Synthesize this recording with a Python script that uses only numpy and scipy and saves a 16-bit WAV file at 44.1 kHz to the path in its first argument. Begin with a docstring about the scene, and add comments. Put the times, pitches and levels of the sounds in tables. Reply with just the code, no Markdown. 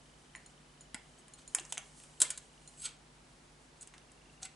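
"""Side cutters snap the gates of a plastic model frame just in front of a camera in a quiet room.
Snaps are impulses and decaying noise through resonances; steel jaws tick as damped modes; scrapes and
finger rustle are fluctuating filtered noise; dull knocks are damped sines. A diffuse tail follows.
Underneath are the focus motor's tone pips, shaped hiss, a wandering low murmur and mains hum."""
import sys
import numpy as np
from scipy import signal
from scipy.fft import rfft, irfft
from scipy.io import wavfile
from scipy.ndimage import uniform_filter1d

SR = 44100
rng = np.random.default_rng(int(sys.argv[2]) if len(sys.argv) > 2 else 0)


def to_linear_factor(level_db):
    """Convert decibel levels (scalar or array-like) to linear amplitude factors."""
    exponent = np.asarray(level_db, float) / 20
    return 10 ** exponent


def dump(signal):
    """Clip the signal to [-1, 1] and save it as 16-bit WAV at the path in sys.argv[1]."""
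    limited = np.clip(np.atleast_2d(signal).T, -1, 1)
    pcm = np.round(limited * 32767).astype(np.int16)
    wavfile.write(sys.argv[1], SR, pcm)


N = 201051
T = np.arange(N) / SR


def level(x, db):
    """Root-mean-square scaling: all rows together get the rms level db."""
    return x * to_linear_factor(db) / np.sqrt(np.mean(x ** 2))


def band(x, hz, width):
    """Two-pole resonance of the given bandwidth in Hz, with unit gain at its centre."""
    return signal.lfilter(*signal.iirpeak(hz, hz / width, SR), x)


def ring(force, modes, detune):
    """Modal superposition: each damped mode is a complex pole, a little off its pitch for this blow."""
    out = 0
    for (hz, db, t60), pitch_ratio in zip(modes, detune):
        decay = np.log(1000) / (t60 * SR)
        pole = np.exp(2j * np.pi * hz * pitch_ratio / SR - decay)
        out = out + to_linear_factor(db) * signal.lfilter([1], [1, -pole], force).imag
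    return out


def fade(t, t60):
    """Exponential decay by 60 dB in t60 seconds."""
    return np.exp(-np.log(1000) * t / t60)


def colour(points):
    """Spectral shaping of white noise by (Hz, dB) points joined along log frequency."""
    hz, db = np.transpose(points)
    f = np.maximum(np.fft.rfftfreq(N, 1 / SR), 1)
    gain = to_linear_factor(np.interp(np.log(f), np.log(hz), db))
    return irfft(rfft(rng.standard_normal(N)) * gain, N)


def walk(rate):
    """Slow random modulation: values 1 / rate s apart joined by straight lines, rms about 0.67."""
    k = int(SR / rate)
    held = np.repeat(rng.standard_normal(N // k + 1), k)
    return 0.82 * uniform_filter1d(held, k)[:N]


def add(out, s, db, sound):
    """Superposition: adds a sound starting at s seconds, scaled to the peak db."""
    i = int(s * SR)
    out[i:i + len(sound)] += (sound * to_linear_factor(db) / np.abs(sound).max())[:N - i]


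def clicks():
    """Impulsive fracture: a gate parts in a sharp step and a trail of grit, and the frame's modes ring on."""
    # snaps and knocks of the plastic:
    # [t/s, relative peak level/dB, bright centre f/Hz, body centre f/Hz, body re bright/dB, grit t60/s]
    snaps = [(.3510, -35.5, 7500, 1920, 25, 0.0075), (.9450, -28, 8060, 2190, -0.5, 0.02),
             (1.282, -46, 8400, 2300, -6.5, 0.015), (1.5488, -12, 7700, 1960, -15, 0.012),
             (1.5855, -31, 7700, 2900, 8, 0.027), (1.5967, -31.5, 7160, 3130, -3, 0.032),
             (1.651, -40, 6300, 1820, -7, 0.028), (1.6635, -48, 7520, 3090, -13, 0.012),
             (1.724, -23.5, 7300, 3200, -4, 0.015), (1.7733, -31.5, 7400, 2220, 14, 0.023),
             (1.7792, -22, 6960, 3050, -1, 0.011), (2.0004, -47, 8900, 3020, 0, 0.018),
             (2.0365, -46.5, 8600, 2950, -6, 0.036), (2.2029, -19.5, 8400, 3700, -13, 0.084),
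             (2.2165, -11, 7900, 3700, -31, 0.012), (2.2185, -10.5, 7970, 3820, -11, 0.041),
             (2.3042, -23, 8130, 3500, -14, 0.036), (2.376, -31.5, 7930, 3840, -8, 0.038),
             (3.8285, -39, 7500, 3540, -13, 0.014), (3.8737, -42.5, 7860, 3040, -8.5, 0.023),
             (3.9385, -45, 6450, 1680, 14, 0.075), (3.9805, -45, 7150, 3400, 16, 0.0084),
             (4.118, -51, 8240, 2980, -19, 0.013), (4.4299, -31.5, 6700, 3970, -3, 0.027)]
    # modes of the plastic frame: [f/Hz, relative level/dB, t60/s]
    frame_modes = [(3300, -26.5, 0.038), (3700, -26, 0.078), (4480, -17, .03), (5030, -13, 0.017),
                   (5190, -7.5, 0.028), (6484, -8.5, 0.042), (6444, -11, 0.025), (6700, -14, 0.042),
                   (7700, -24, 0.024), (7440, -35, .05), (8020, 3.5, 0.0067), (8710, -13.5, 0.026),
                   (8950, -20.5, 0.013), (10090, -16.5, 0.034)]
    out, t = np.zeros(N), T[:SR // 5]
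    for s, db, bright_hz, body_hz, body_db, t60 in snaps:
        noise = rng.standard_normal((2, len(t)))
        roughness = to_linear_factor(9 * uniform_filter1d(noise[1], size=16))
        grit = fade(t, t60) * noise[0] * roughness
        # the step scales with the total energy of the grit
        step = 1.5 * np.sqrt(np.sum(grit ** 2) / 10) * (t == 0)
        force = grit + step
        bright = level(band(band(force, bright_hz, 2500), bright_hz, 4900), 0)
        # the body has a peak where it was struck over a broad plateau of overlapping modes
        peak = band(force, body_hz, 0.3 * body_hz)
        plateau = to_linear_factor(-11) * band(force, 0.7 * body_hz, 1.9 * body_hz)
        body = level(peak + plateau, body_db)
        detune = 1 + 0.011 * noise[1, :len(frame_modes)]
        frame = level(ring(force, frame_modes, detune), -8)
        add(out, s, db, bright + body + frame)
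    # thin plastic radiates almost no bass
    return signal.lfilter(*signal.butter(2, 500, "high", fs=SR), out)


def ticks():
    """Impact excitation: a hard, very short touch rings the steel; where it lands sets the lowest mode."""
    # light touches of the steel jaws: [t/s, relative peak level/dB, added gain of the lowest mode/dB]
    touches = [(0.3586, -42.5, -3), (0.4616, -44.5, 3), (0.809, -44, 1), (1.337, -41.5, 4.5),
               (1.4776, -38.5, -1), (1.4944, -62, 3), (2.6762, -41.5, 6), (2.69, -55, -6),
               (3.8106, -40.5, -5)]
    # modes of the steel jaws, lowest first: [f/Hz, relative level/dB, t60/s]
    jaw_modes = [(4174, -4.5, 0.062), (6910, 6.5, 0.074), (7190, 11, 0.034), (8640, 5.5, 0.031),
                 (9320, 7, 0.06)]
    out, t = np.zeros(N), T[:SR // 4]
    for s, db, low_db in touches:
        noise = rng.standard_normal(len(t))
        touch = (t == 0) + 0.054 * noise * fade(t, 0.0085)
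        detune = 1 + 0.0024 * noise[-len(jaw_modes):]
        lowest = to_linear_factor(low_db) * ring(touch, jaw_modes[:1], detune)
        higher = ring(touch, jaw_modes[1:], detune[1:])
        add(out, s, db, lowest + higher + 0.53 * touch)
    return out


def scrapes():
    """Friction: uneven slips of the jaws excite now one bright resonance, now another, and the frame's body."""
    # jaws sliding on the frame: [t of the envelope's top/s, relative level/dB, swell/s, fade/s,
    # body re bright at the top/dB]
    slides = [(1.19, -67.5, .05, 0.054, -18), (1.391, -64, .04, .04, -1), (1.709, -55.5, 0.03, .015, -9),
              (1.748, -52, 0.027, .02, -12), (2.255, -54, 0.074, 0.088, -3.5),
              (2.821, -54.5, 0.052, .03, -23), (2.856, -43, 0.074, 0.051, -6.5),
              (3.825, -59.5, 0.029, 0.041, -11), (4.428, -48.5, 0.014, .015, -5.5),
              (4.455, -48.5, 0.022, 0.024, -3.5)]
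    # resonances that the sliding rings: [f/Hz, bandwidth/Hz, relative level/dB]
    slide_modes = [(4670, 780, -10), (6600, 93, 6), (7760, 130, 10), (8400, 77, 12.5), (9900, 170, 4),
                   (10600, 67, -29)]
    slips = rng.standard_normal((2, N)) * to_linear_factor(1.97 * walk(400) + 3.2 * walk(120))
    bright = 0
    for hz, width, db in slide_modes:
        bright = bright + to_linear_factor(db + 2.4 * walk(29.96)) * band(slips[0], hz, width)
    bright = level(bright, 0)
    body = band(band(slips[1], 3800, 3000), 2950, 3920)
    body = body + 0.97 * band(slips[1], 1480, 120.3) + 0.5 * band(slips[1], 2520, 330)
    body = level(body, 0)
    out = np.zeros(N)
    for s, db, swell, fall, body_db in slides:
        # 1 at one swell before the top and at one fade after it, where the envelope is 25 dB down
        away = np.maximum((s - T) / swell, (T - s) / fall)
        envelope = to_linear_factor(db - 25 * np.minimum(away, 8) ** 1.17)
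        # the body joins in by 195.5 dB per second as the slide goes on
        press = to_linear_factor(body_db + 195.5 * np.clip(T - s, -swell, fall))
        out = out + envelope * (bright + press * body)
    return out


def rustle():
    """Random friction: fingers shifting on the frame give noise in two treble bands, its level wavering."""
    # course of the rustle: [t/s, relative level/dB]
    course = [(0.0, -65.5), (0.8, -73.5), (1.3, -71), (1.7, -61), (2.05, -59), (2.25, -65.5), (2.8, -60.5),
              (2.92, -75.5), (3.2, -72), (4.56, -75.5)]
    noise = rng.standard_normal(N)
    skin = to_linear_factor(3.9 * walk(25)) * (band(noise, 7500, 3400) + 0.53 * band(noise, 8500, 490))
    return level(skin, -7) * to_linear_factor(np.interp(T, *np.transpose(course)))


def thumps():
    """Damped oscillation: each knock is one decaying sine, its onset softened by a broad resonance."""
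    # dull knocks through hand and desk: [t/s, relative peak level/dB, f/Hz, t60/s]
    knocks = [(.945, -44.5, 243, 0.021), (1.585, -47, 750, 0.044), (1.607, -55.5, 346, 0.1),
              (1.723, -43.5, 934, 0.023), (1.779, -47, 770, 0.015), (2.218, -41.5, 396, 0.014),
              (2.25, -45.5, 2100, 0.065), (4.424, -55.5, 762, 0.24), (4.424, -56.5, 1410, .1),
              (4.452, -58, 2060, 0.19)]
    out, t = np.zeros(N), T[:SR // 6]
    for s, db, hz, t60 in knocks:
        swing = np.sin(2 * np.pi * hz * t) * fade(t, t60)
        add(out, s, db, band(swing, hz, 1.66 * hz))
    return out


def focus():
    """Pulsed tone: the lens steps once a picture frame, each pip rough, of its own strength, gliding up."""
    # spells of the focus motor: [start t/s, end t/s, f/Hz, relative level/dB, glide per picture frame/share of f]
    spells = [(0, 2.48, 3020, -66, .6), (2.48, 2.84, 2930, -64.5, .5), (4.0, 4.04, 2800, -64, .1),
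              (4.08, 4.12, 2750, -64, .1), (4.16, 4.48, 2765, -63, .1), (4.52, 4.56, 2780, -63, .1)]
    first_pip_s, pips_per_s = 0.019, 25
    count = (T - first_pip_s) * pips_per_s + 0.5
    phase = count % 1 - 0.5  # 0 at the middle of each pip
    strength = to_linear_factor(1.1 * rng.standard_normal(int(count[-1]) + 1))[count.astype(int)]
    pip = np.exp(-(phase / 0.063) ** 2)
    tones = 0
    for start, end, hz, db, glide in spells:
        tone = np.sin(2 * np.pi * np.cumsum(hz * (1 + phase * glide)) / SR)
        tones = tones + to_linear_factor(db) * ((T >= start) & (T < end)) * tone
    roughness = to_linear_factor(1.5 * walk(280))
    return strength * pip * tones * roughness


def room(x):
    """Diffuse reverberation: a decaying noise tail, unrelated in mid and side, the treble dying first."""
    t = T[:SR // 2]
    noise = rng.standard_normal((2, len(t)))
    low = signal.lfilter(*signal.butter(1, 1100, fs=SR), noise)
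    low_t60_s, high_t60_s, onset_s = 0.3, 0.06, 0.0043
    tail = to_linear_factor(6) * low * fade(t, low_t60_s) + (noise - low) * fade(t, high_t60_s)
    tail = tail * np.minimum(t / onset_s, 1)
    tail = tail / np.sqrt(np.sum(tail ** 2) / 2) * np.array([[1], [0.6]])
    return to_linear_factor(-7.5) * signal.fftconvolve(x[None], tail, axes=1)[:, :N]


def air():
    """Stationary random noise: the steady hiss of room and preamp as mid and side, each with its spectrum."""
    # spectrum of the mid: [f/Hz, relative spectral density/dB]
    air_mid = [(20, -25), (40, -3), (60, -7), (100, -13), (135, -3.5), (180, -7.5), (600, -14.5),
               (800, -14), (1200, -18), (7600, -24.5), (12000, -29.5)]
    # spectrum of the side re mid: [f/Hz, level/dB]
    air_side = [(30, -10), (125, -17), (300, 1), (700, 2), (2000, 4.5), (5000, 0.5), (10000, -3.5)]
    hz, db = np.transpose(air_mid)
    side_hz, side_db = np.transpose(air_side)
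    mid = colour(air_mid)
    side = colour(np.c_[hz, db + np.interp(np.log(hz), np.log(side_hz), side_db)])
    return level(np.array([mid, side]), -66.5)


def murmur():
    """Band-limited noise: a low room murmur whose level wanders slowly, weaker in the side than in the mid."""
    low = np.array([band(rng.standard_normal(N), 240, 690) for _ in range(2)])
    return np.array([[1], [0.4]]) * level(low, -72.5) * to_linear_factor(-1.5 * walk(0.75))


def hum():
    """Harmonic series of the mains, in the mid only: the higher the harmonic, the more its level wavers."""
    # mains harmonics: [f/Hz, relative level/dB]
    harmonics = [(50, -74.5), (150, -74.5), (250, -78.5), (350, -86.5)]
    out = 0
    for hz, db in harmonics:
        waver = to_linear_factor(db + 4 + hz / 70 * walk(20))
        out = out + waver * np.sin(2 * np.pi * (hz * T + rng.random()))
    return out * np.array([[1], [0]])


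def scene():
    """Mid-side superposition: hands and tool are straight ahead, the motor inside the camera."""
    near = clicks() + ticks() + scrapes() + rustle()
    mid, side = room(near) + air() + murmur() + hum()
    mid = mid + near + thumps() + focus()
    return np.array([to_linear_factor(2.6) * mid + side, to_linear_factor(3.0) * mid - side])


def roll_off(x):
    """The treble ends steeply here."""
    return signal.sosfilt(signal.butter(12, 16460, fs=SR, output="sos"), x)


def record(dry):
    """Low-pass filtering, then nonlinear distortion: overdrive smears the sharpest peaks above the cut."""
    top_cut = signal.ellip(10, 0.1, 60, 11050, fs=SR, output="sos")
    kept = signal.sosfiltfilt(top_cut, dry)
    above_cut = signal.ellip(8, 0.1, 60, [11000, 16200], "band", fs=SR, output="sos")
    # the product grows with the square of the signal, so quiet sounds add almost nothing
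    overdrive = signal.sosfilt(above_cut, 0.71 * kept * np.abs(kept))
    return roll_off(kept + overdrive)


dry = scene()
out = record(dry)
dump(out)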